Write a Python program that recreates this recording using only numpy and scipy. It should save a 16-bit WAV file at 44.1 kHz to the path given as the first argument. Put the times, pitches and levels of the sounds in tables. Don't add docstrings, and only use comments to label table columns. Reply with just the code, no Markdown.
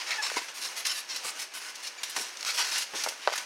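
import sys
import numpy as np
from scipy import signal
from scipy.fft import rfft, irfft
from scipy.io import wavfile
from scipy.ndimage import map_coordinates

SR = 44100
rng = np.random.default_rng(int(sys.argv[2]) if len(sys.argv) > 2 else 0)


def to_wav(s):
    ch = np.atleast_2d(s).T
    pcm = np.round(np.clip(ch, -1, 1) * 32767)
    wavfile.write(sys.argv[1], SR, pcm.astype(np.int16))


N = 152145
TIME_S = np.arange(N) / SR

# start_s, length_s, level_db, treble_db, mid_db
SCUFFS = [(-.02, 0.052, -40, -14, 6.5), (0.058, 0.11, -36.5, -8, 4), (0.215, 0.066, -33.5, -3, 4.5),
          (0.289, 0.063, -39.5, -2, 5), (0.356, 0.028, -31.5, -2.5, 5.5), (0.403, 0.047, -45, 4.5, 5),
          (0.536, 0.06, -44.5, 7, 1), (0.605, 0.057, -34, 2.5, -1.5), (0.756, 0.054, -37, 2, -1),
          (0.844, 0.041, -33, -7, 0), (0.891, 0.034, -33, -1, 1.5), (0.942, 0.051, -36, 1, 1),
          (1.084, 0.1, -38, -6.5, -7), (1.231, 0.058, -37, 3, 2.5), (1.383, 0.042, -34.5, 3, -1.5),
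          (1.537, 0.051, -41.5, 8, 5), (1.603, 0.1, -43, 2, 1.5), (1.822, 0.045, -38, 0.5, -2),
          (2.044, 0.25, -43.5, -0.5, 2), (2.151, 0.071, -36.5, 6, 0.5), (2.453, 0.059, -30, 0, 0.5),
          (2.53, 0.055, -35.5, 3, -2), (2.569, 0.054, -27, -4, 3), (2.632, 0.14, -34.5, -1, 2),
          (2.708, 0.12, -33.5, -0.5, -2.5), (2.944, 0.081, -34, -2.5, -2.5), (3.213, 0.11, -42, -3, 5.5),
          (3.32, 0.0097, -28, -3, 1.5), (3.338, 0.074, -46, 4, 10)]
# freq_hz, level_db
CONTACT_SPECTRUM = [(40, -60), (110, -38.5), (250, -29.5), (500, -15.5), (1000, -5.5), (1800, -1),
                    (2700, 1.5), (3400, -2), (4300, 3), (5700, 2), (6600, -1), (7500, -5.5), (10500, -9),
                    (13000, -16.5), (16000, -24.5)]
# freq_hz, level_db
RUSTLE_SPECTRUM = [(30, -46), (109, -29), (311, -5), (962, 0.5), (1760, 2), (2060, 2.5), (2900, 2.5),
                   (3220, -2.5), (6380, 0.5), (7470, -10), (8520, -7), (16000, -25)]
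# time_s, level_db
RUSTLE_LEVELS = [(0, -41.5), (.35, -43), (.52, -45), (.7, -41.5), (.95, -45.5), (1.05, -46), (1.22, -43),
                 (1.37, -43), (1.525, -48), (1.6, -45.5), (1.95, -46.5), (2.25, -44), (2.38, -43.5),
                 (2.8, -42), (2.9, -45.5), (3.05, -39), (3.19, -46), (3.45, -44)]
# freq_hz, gain_db
SPRING_MODES = [(980, -2), (1500, -0.5), (1728, -6), (2116, -8), (2848, -3), (3252, 1), (5340, 4),
                (10314, 1.5)]
# start_s, length_s, centre_hz, level_db, half_width_ratio
ZINGS = [(.104, 0.029, 2210, -31.5, 0.12), (.106, 0.019, 4120, -35.5, .08), (0.223, 0.045, 4000, -39, .05),
         (0.222, 0.051, 7300, -41.5, 0.092), (0.768, 0.041, 10900, -47, .09),
         (0.858, 0.15, 10800, -46, 0.086), (0.895, 0.026, 2980, -37.5, 0.038),
         (0.892, 0.032, 5270, -34.5, 0.033), (1.245, 0.063, 8100, -40.5, 0.21)]
# start_s, level_db, treble_db, mid_db
RATTLES = [(.107, -32, -3, 2.5), (.484, -36.5, -7, 0), (.851, -32, 4, 5.5), (.864, -29.5, 4.5, -7),
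           (1.16, -33.5, 5, -5), (1.537, -41, 4, -4), (1.754, -37.5, -0.5, -24), (1.869, -32, -3, -9),
           (2.032, -28, 3, -1), (2.096, -38.5, 10.5, -6), (2.163, -29, -1, 2), (2.758, -29.5, -12, 0),
           (2.78, -28.5, 4.5, -0.5), (2.821, -33.5, 3, -1), (3.036, -28, 3, -1), (3.086, -30.5, 4, -2),
           (3.356, -32.5, 5, 3), (3.377, -29.5, -2.5, 1.5)]
# start_s, length_s, start_hz, end_hz, level_db, peak_hz, falloff_db_per_octave
SQUEAKS = [(0.179, 0.029, 878, 848, -31.5, 1800, 11.5), (1.089, 0.043, 553, 515, -38.5, 4750, 6.5),
           (1.14, 0.0295, 512, 504, -39.5, 4100, 6.5), (1.979, 0.017, 2400, 2280, -42, 2820, 2)]
# start_s, level_db, treble_db, mid_db
CLICKS = [(.2998, -29.5, -1, 12), (.8695, -20.5, 3, -13), (2.3708, -30, -8, -14), (2.4088, -27.5, -7, -22),
          (2.428, -26, -4, -2.5), (2.449, -25.5, -1, 2)]
# start_s, drive_db, pitch_hz, cutoff_hz
PUNCHES = [(0.3166, -21.5, 476, 1770), (2.95, -27, 750, 1500), (3.0629, -15.5, 1034, 1800),
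           (3.0726, -17.5, 700, 1500), (3.2749, -5.5, 712, 3920), (3.2800, -11, 926, 1820),
           (3.2885, -17, 840, 1800), (3.3168, -27.5, 800, 2500), (3.3375, -20.5, 950, 2500)]
# pitch_ratio, level_db, t60_s
GLOVE_MODES = [(.88, -4.5, 0.0083), (1.36, -2, 0.0069), (2.1, -10.5, 0.018), (3.7, -12, 0.0053),
               (6.0, 0.5, 0.002)]
# start_s, level_db
THUDS = [(.366, -42), (1.245, -42), (2.163, -37.5), (2.196, -43.5), (2.934, -36.5), (3.064, -40)]
# freq_hz, level_db
THUD_SPECTRUM = [(30, -38), (90, -46), (160, -18.5), (240, -6), (800, -1.5), (1300, -8.5), (2500, -11),
                 (8000, -35)]
# freq_hz, level_db
KNOCK_MODES = [(990, -23), (406, -31)]
# delay_s, gain_db
ECHOES = [(.0093, -23.5), (0.024, -17.5), (0.048, -15.5)]


def from_db(db):
    return 10 ** (np.asarray(db) / 20)


def unit_rms(x):
    return x / np.sqrt(np.mean(x ** 2) + 1e-20)


def db_at(spectrum, hz):
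    knot_hz, knot_db = np.transpose(spectrum)
    return np.interp(np.log(hz + 1), np.log(knot_hz), knot_db)


def wander(x):
    return map_coordinates(rng.standard_normal(4096), [x], order=3, mode="wrap")


def butter(x, cutoff_hz, kind, order=2):
    return signal.sosfilt(signal.butter(order, cutoff_hz, kind, fs=SR, output="sos"), x)


def add(out, start_s, x):
    i = int(round(start_s * SR))
    x = x[max(-i, 0):max(N - i, 0)]
    out[max(i, 0):max(i, 0) + len(x)] += x


def envelope(t, attack_s, hold_until_s, decay_s):
    rise = np.sin(np.pi / 2 * np.clip(t / attack_s, 0, 1))
    return rise * np.exp(-np.maximum(t - hold_until_s, 0) / decay_s)


def grains(size, spread_db, rate_hz=7000):
    slips = (rng.random(size) < rate_hz / SR) * rng.choice([-1, 1], size)
    strength_db = spread_db * np.clip(rng.standard_normal(size), -2, 2)
    return unit_rms(slips * from_db(strength_db))


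def friction(spectrum, spread_db, treble_db=0, mid_db=0):
    size = SR // 3
    hz = np.fft.rfftfreq(size, 1 / SR)
    ripple_db = 2.7 * wander(hz / 140)
    surface = unit_rms(from_db(db_at(spectrum, hz) + ripple_db))
    tilt = [(300, 0), (900, mid_db), (2200, mid_db), (3800, 0), (6000, 0), (10500, treble_db)]
    return irfft(rfft(grains(size, spread_db)) * surface * from_db(db_at(tilt, hz)), size)


def foot_scuffs(flutter_hz=110.5):
    out, t = np.zeros(N), TIME_S[:SR // 3]
    for start_s, length_s, level_db, treble_db, mid_db in SCUFFS:
        gain = from_db(level_db + wander(t * flutter_hz))
        shape = envelope(t, attack_s=0.019, hold_until_s=length_s, decay_s=0.017)
        swish = friction(CONTACT_SPECTRUM, spread_db=3, treble_db=treble_db, mid_db=mid_db)
        add(out, start_s, gain * shape * swish)
    return out


def mat_rustle(split_hz=5960, flicker_hz=40):
    hz = np.fft.rfftfreq(N, 1 / SR)
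    colour = from_db(db_at(RUSTLE_SPECTRUM, hz))
    noise = unit_rms(irfft(rfft(grains(N, spread_db=1)) * colour, N))
    treble = irfft(rfft(noise) * hz ** 6 / (hz ** 6 + split_hz ** 6), N)
    level_db = np.interp(TIME_S, *np.transpose(RUSTLE_LEVELS)) + wander(TIME_S * flicker_hz)
    treble_gain = from_db(level_db - level_db.mean())
    return from_db(level_db) * (noise - treble + treble * treble_gain)


def spring_ring(drive, bandwidth_hz=15.7):
    out = np.zeros(N)
    radius = np.exp(-np.pi * bandwidth_hz / SR)
    feedforward = np.array([1, 0, -1]) * (1 - radius ** 2) / 2
    for freq_hz, gain_db in SPRING_MODES:
        feedback = [1, -2 * radius * np.cos(2 * np.pi * freq_hz / SR), radius ** 2]
        out += from_db(gain_db) * signal.lfilter(feedforward, feedback, drive)
    return out


def spring_zings():
    out, t = np.zeros(N), TIME_S[:SR // 3]
    hz = np.fft.rfftfreq(len(t), 1 / SR)
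    for start_s, length_s, centre_hz, level_db, half_width_ratio in ZINGS:
        resonance = 1 / (1 + ((hz / centre_hz - 1) / half_width_ratio) ** 2)
        ring = irfft(rfft(grains(len(t), spread_db=0)) * resonance, len(t))
        shape = envelope(t, attack_s=0.0033, hold_until_s=length_s, decay_s=0.0044)
        shape_rms = np.sqrt(np.mean(shape ** 2))
        add(out, start_s, from_db(level_db) * shape_rms * unit_rms(ring * shape))
    return butter(out, 222, "high")


def hook_chatter(bursts, attack_s, hold_until_s, decay_s):
    out, shape = np.zeros(N), envelope(TIME_S[:SR // 3], attack_s, hold_until_s, decay_s)
    for start_s, level_db, treble_db, mid_db in bursts:
        contacts = friction(CONTACT_SPECTRUM, spread_db=0, treble_db=treble_db, mid_db=mid_db)
        add(out, start_s, from_db(level_db) * shape * contacts)
    return butter(out, 222, "high", order=4)


def hook_squeaks(jitter_ratio=0.013, jitter_hz=400, top_hz=7300):
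    out, t = np.zeros(N), TIME_S[:SR // 8]
    for start_s, length_s, start_hz, end_hz, level_db, peak_hz, falloff_db_per_octave in SQUEAKS:
        glide_hz = np.interp(t, [0, length_s], [start_hz, end_hz])
        pitch_hz = glide_hz * (1 + jitter_ratio * wander(t * jitter_hz))
        phase = 2 * np.pi * np.cumsum(pitch_hz) / SR
        tone = np.zeros(len(t))
        for k in range(1, 12):
            octaves = np.log2(k * start_hz / peak_hz)
            drop_db = falloff_db_per_octave * max(-octaves, 2 * octaves)
            partial = from_db(rng.normal(0, 2) - drop_db) * np.sin(k * phase + rng.uniform(0, 2 * np.pi))
            if k * start_hz < top_hz:
                tone += partial
        shape = envelope(t, attack_s=length_s / 2, hold_until_s=length_s, decay_s=0.0043)
        add(out, start_s, from_db(level_db) * unit_rms(tone) * shape)
    return out


def glove_punches():
    out, t = np.zeros(N), TIME_S[:SR // 10]
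    for start_s, drive_db, pitch_hz, cutoff_hz in PUNCHES:
        pop = sum(from_db(level_db - 60 * t / t60_s) * np.sin(2 * np.pi * pitch_hz * pitch_ratio * t)
                  for pitch_ratio, level_db, t60_s in GLOVE_MODES)
        padded = butter(pop, cutoff_hz, "low")
        add(out, start_s, from_db(drive_db) * butter(padded, 480, "high", order=5))
    return out


def mat_thuds():
    out = np.zeros(N)
    shape = envelope(TIME_S[:SR // 3], attack_s=0.0035, hold_until_s=0.015, decay_s=0.011)
    for start_s, level_db in THUDS:
        add(out, start_s, from_db(level_db) * shape * friction(THUD_SPECTRUM, spread_db=3))
    return out


def hollow_knock(start_s=0.367):
    out, t = np.zeros(N), TIME_S[:SR // 10]
    tone = sum(from_db(level_db) * np.sin(2 * np.pi * freq_hz * t) for freq_hz, level_db in KNOCK_MODES)
    add(out, start_s, tone * envelope(t, attack_s=0.0038, hold_until_s=0.0038, decay_s=0.0039))
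    return out


def yard_echoes(direct):
    out, dull = direct.copy(), butter(direct, 10300, "low")
    for delay_s, gain_db in ECHOES:
        add(out, delay_s, from_db(gain_db) * dull)
    return out


def scene():
    rattles = hook_chatter(RATTLES, attack_s=0.0012, hold_until_s=0.0041, decay_s=0.011)
    clicks = hook_chatter(CLICKS, attack_s=0.00048, hold_until_s=0.00027, decay_s=0.0028)
    shake = foot_scuffs() + rattles + clicks
    rustle = mat_rustle()
    direct = shake + spring_zings() + mat_thuds() + hollow_knock() + glove_punches() + hook_squeaks()
    return (yard_echoes(direct) + rustle + spring_ring(shake + rustle))[None]


def record(dry, cutoff_hz=15900):
    return signal.sosfilt(signal.ellip(12, 0.1, 80, cutoff_hz, fs=SR, output="sos"), dry)


dry = scene()
out = record(dry)
to_wav(out)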